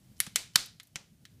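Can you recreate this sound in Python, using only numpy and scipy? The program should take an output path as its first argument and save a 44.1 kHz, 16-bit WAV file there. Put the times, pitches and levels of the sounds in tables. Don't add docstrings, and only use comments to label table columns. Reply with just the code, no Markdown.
import sys
import numpy as np
from scipy import signal
from scipy.fft import rfft, irfft, next_fast_len
from scipy.io import wavfile
from scipy.ndimage import uniform_filter1d, map_coordinates

SR = 44100
rng = np.random.default_rng(int(sys.argv[2]) if len(sys.argv) > 2 else 0)


def ratio_of_db(decibels):
    return 10 ** (np.asarray(decibels, float) / 20)


def to_wav(s):
    ch = np.atleast_2d(s).T
    pcm = np.round(np.clip(ch, -1, 1) * 32767)
    wavfile.write(sys.argv[1], SR, pcm.astype(np.int16))


N = 61739

# (time [s], level [dB])
FLAME_STRENGTH = [(0, -0.5), (.06, 1.5), (.16, 3.5), (.3, 1.5), (.4, -3), (.5, -1), (.62, 6), (.7, -3),
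                  (.85, -4), (1.1, -1), (1.4, 1)]
# (frequency [Hz], level [dB])
FLAME_TONE = [(15, -45), (30, -19.5), (55, -7.5), (115, 0.5), (190, -3), (300, -15.5), (500, -26.5),
              (900, -39.5)]
# (frequency [Hz], level [dB])
HISS_TONE = [(300, -22.5), (600, -6), (1000, -14.5), (2000, -14.5), (5000, -13), (10000, -15), (15000, -18)]
# (time [s], hiss level [dB])
HISS_GAIN = [(0, 0.5), (.3, 0), (.45, -2.5), (1.199, -3), (1.4, -3)]
# (frequency [Hz], level [dB])
BAND_LIMIT = [(15300, 0), (15500, -24), (16500, -30), (16700, -90)]
# (time [s], peak level [dB], ring [Hz], room level [dB])
SPARKS = [
    (.167, -51, 5500, -5),
    (.1705, -50, 5500, -18),
    (.180, -48.5, 10900, -19),
    (.1915, -45.5, 10500, -21),
    (0.536, -48, 5000, 4.5),
    (.545, -54.5, 9110, -16),
    (0.66, -30, 11300, -30.5),
    (0.8321, -39, 12500, -13),
    (.872, -45, 12250, -17),
    (.853, -56, 4000, -8),
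]
# (time [s], peak level [dB], burst [ms], tilt [dB per octave], low body [dB])
POPS = [
    (0.203, -4, 0.55, -1, -3.5),
    (0.2661, -27.5, 0.21, -3.5, 9),
    (0.3589, -6, 1.37, 0, 8),
    (0.5574, -2, 2.4, 0, 7),
    (0.7994, -32.5, .6, -3, -8),
    (0.9578, -21, 0.61, -3.5, 10.5),
    (1.2529, -37.5, 1.1, -2.5, -9.5),
]
# (room [dB], firebox [dB], thump [dB], wall echo [dB])
POP_ANSWERS = [(-17, -6.5, -39, -35), (-14.5, 2.5, -35, -15), (-12.5, -4, -45, -8.5), (-14, -9.5, -23.5, 1),
               (-14.5, -2, -19.5, -5.5), (-12.5, -2.5, -13.5, -9), (-12.5, -2.5, -40, -8)]
# (low ring [Hz], level [dB], high ring [Hz], level [dB])
POCKET_RINGS = [(2000, 4.5, 11000, 13), (3100, 1.5, 9000, 5.5), (2300, 5, 8000, 3), (1323, 8.5, 4400, 8.5),
                (2040, 5.5, 3900, 6.5), (2380, 5.5, 6300, 7.5), (1786, 6.5, 3500, 6.5)]
# (frequency [Hz], level [dB])
WOOD_TONE = [(200, -27.5), (500, -25), (1100, -17.5), (1400, -6.5), (2600, -5), (4600, -2), (9000, -5),
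             (14500, -14)]
# (frequency [Hz], level [dB])
HEARTH_GAPS = [(2720, -3.5), (4850, -2.5)]
# (frequency [Hz], time [s])
FIREBOX_DECAY = [(500, 0.051), (3000, 0.061), (10000, 0.041), (15000, 0.044)]
# (frequency [Hz], time [s])
ROOM_DECAY = [(300, 0.27), (1000, 0.26), (1500, .32), (2500, 0.31), (5000, 0.31), (10000, 0.26),
              (15000, 0.21)]
# (frequency [Hz], level [dB])
ROOM_TONE = [(300, 8), (1000, 6), (1500, -5), (2500, -0.5), (5000, -1), (10000, -3.5), (15000, -3.5)]

FLAME_DB, HISS_DB = -61.5, -71
RING_WIDTH, GAP_WIDTH = 0.38, 0.16
RING_HEARD_FAR = 0.55
BODY_HZ = 800
WALL_S = 0.0043
FILL_S = 0.02
THUMP_HZ, THUMP_T60 = 158, 0.024


def unit(x):
    return x / np.sqrt(np.mean(x ** 2) + 1e-20)


def along(points, hz):
    f, v = np.transpose(points)
    return np.interp(np.log(hz + 1), np.log(f + 1), v)


def noise(tone):
    m = next_fast_len(N + 8192)
    spectrum = rfft(rng.standard_normal(m))
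    spectrum = spectrum * ratio_of_db(along(tone, np.fft.rfftfreq(m, 1 / SR)))
    return unit(irfft(spectrum, m)[:N])


def flames():
    t = np.arange(N) / SR
    flutter = map_coordinates(rng.standard_normal(50), [t * 25])
    rumble = unit(ratio_of_db(3.9 * np.tanh(flutter)) * noise(FLAME_TONE))
    return ratio_of_db(FLAME_DB + np.interp(t, *np.transpose(FLAME_STRENGTH))) * rumble


def add(out, s, x):
    part = out[round(s * SR):][:len(x)]
    part += x[:len(part)]


def causal(x, gain_db):
    m = 2 * next_fast_len(len(x))
    c = irfft(np.log(ratio_of_db(gain_db(np.fft.rfftfreq(m, 1 / SR))) + 1e-4), m)
    c[1:m // 2] *= 2
    c[m // 2 + 1:] = 0
    return irfft(rfft(x, m) * np.exp(rfft(c)), m)[:len(x)]


def tail(t60s, fill_s):
    hz, t, z = signal.stft(rng.standard_normal(SR // 2), SR, nperseg=128)
    decay = ratio_of_db(-60 * t / along(t60s, hz)[:, None])
    h = signal.istft(z * decay, SR, nperseg=128)[1][:SR // 2]
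    h = h * (1 - np.exp(-(np.arange(len(h)) / SR / fill_s) ** 2))
    return h / np.linalg.norm(h)


def octaves(f, centre):
    return np.log2((f + 1) / centre)


def bumps(f, peaks, width):
    return sum(db * np.exp(-(octaves(f, hz) / width) ** 2) for hz, db in peaks)


def colour(tilt_db, body_db, rings, share):
    def gain_db(f):
        wood = along(WOOD_TONE, f) + tilt_db * np.maximum(octaves(f, 4000), -2)
        body = body_db / (1 + (f / BODY_HZ) ** 4)
        return wood + body + share * (bumps(f, rings, RING_WIDTH) + bumps(f, HEARTH_GAPS, GAP_WIDTH))
    return gain_db


def snap(db, burst_ms, tilt_db, body_db, rings, room_db, box_db, wall_db):
    ms = np.arange(1024) / SR * 1000
    fade = 0.5 * np.exp(-np.abs(ms - burst_ms) / 0.45)
    splinters = 0.58 * rng.standard_normal(len(ms)) * np.where(ms < burst_ms, 1, fade)
    splinters[:2] = 2.2, -1.0
    own_db = 10 * np.log10(uniform_filter1d(np.abs(rfft(splinters)) ** 2, size=15))
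    own_db = own_db - own_db.mean()
    own_hz = np.fft.rfftfreq(len(ms), 1 / SR)
    near = colour(tilt_db, body_db, rings, 1)
    far = colour(tilt_db, body_db, rings, RING_HEARD_FAR)
    crack = causal(splinters, lambda f: near(f) - np.interp(f, own_hz, own_db))
    crack = ratio_of_db(db) * crack / np.abs(crack).max()
    box = ratio_of_db(box_db) * unit(causal(tail(FIREBOX_DECAY, 0.00087), near))
    room = ratio_of_db(room_db) * unit(causal(tail(ROOM_DECAY, FILL_S), lambda f: far(f) + along(ROOM_TONE, f)))
    y = (box + room) * np.linalg.norm(crack) / np.sqrt(len(box))
    add(y, 0, crack)
    add(y, WALL_S, -ratio_of_db(wall_db) * crack[:66] * np.hanning(132)[66:])
    return y


def sparks():
    out = np.zeros(N)
    for s, db, hz, room_db in SPARKS:
        tilt_db = 2.5 * np.log2(hz / 4000)
        add(out, s, snap(db, 0.35, tilt_db, -5.5, [(hz, 8.0)], room_db, -2.0, -7.5))
    return out


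def thud(db, hz, t60):
    t = np.arange(SR // 8) / SR
    return ratio_of_db(db - 60 * t / t60) * np.sin(2 * np.pi * hz * t) * (1 - np.exp(-t / 0.00069))


def pops():
    out = np.zeros(N)
    for pop, rings, answers in zip(POPS, POCKET_RINGS, POP_ANSWERS):
        s, db, burst_ms, tilt_db, body_db = pop
        room_db, box_db, thump_db, wall_db = answers
        rings = np.reshape(rings, (2, 2))
        add(out, s, snap(db, burst_ms, tilt_db, body_db, rings, room_db, box_db, wall_db))
        add(out, s, thud(db + thump_db, THUMP_HZ, THUMP_T60))
    return out


def settling_log():
    out = np.zeros(N)
    add(out, 0.2735, thud(db=-36, hz=185, t60=0.04))
    return out


def scene():
    return (pops() + sparks() + settling_log() + flames())[None]


def low_pass(x):
    return signal.sosfilt(signal.butter(12, 16570, fs=SR, output="sos"), x)


def record(dry):
    top, hardness = 0.93, 3.5
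    x = dry[0] / (1 + np.abs(dry[0] / top) ** hardness) ** (1 / hardness)
    hiss_db = HISS_DB + np.interp(np.arange(N) / SR, *np.transpose(HISS_GAIN))
    x = x + ratio_of_db(hiss_db) * noise(HISS_TONE)
    m = next_fast_len(N + 8192)
    f = np.fft.rfftfreq(m, 1 / SR)
    ring_hz, width_hz, ring_db = 3030, 70, -8
    ahead = -1j * f * width_hz / (ring_hz ** 2 - f * f - 1j * f * width_hz)
    response = (1 + ratio_of_db(ring_db) * ahead) * ratio_of_db(along(BAND_LIMIT, f))
    mix = irfft(rfft(x, m) * response, m)[:N]
    return low_pass(mix[None])


dry = scene()
out = record(dry)
to_wav(out)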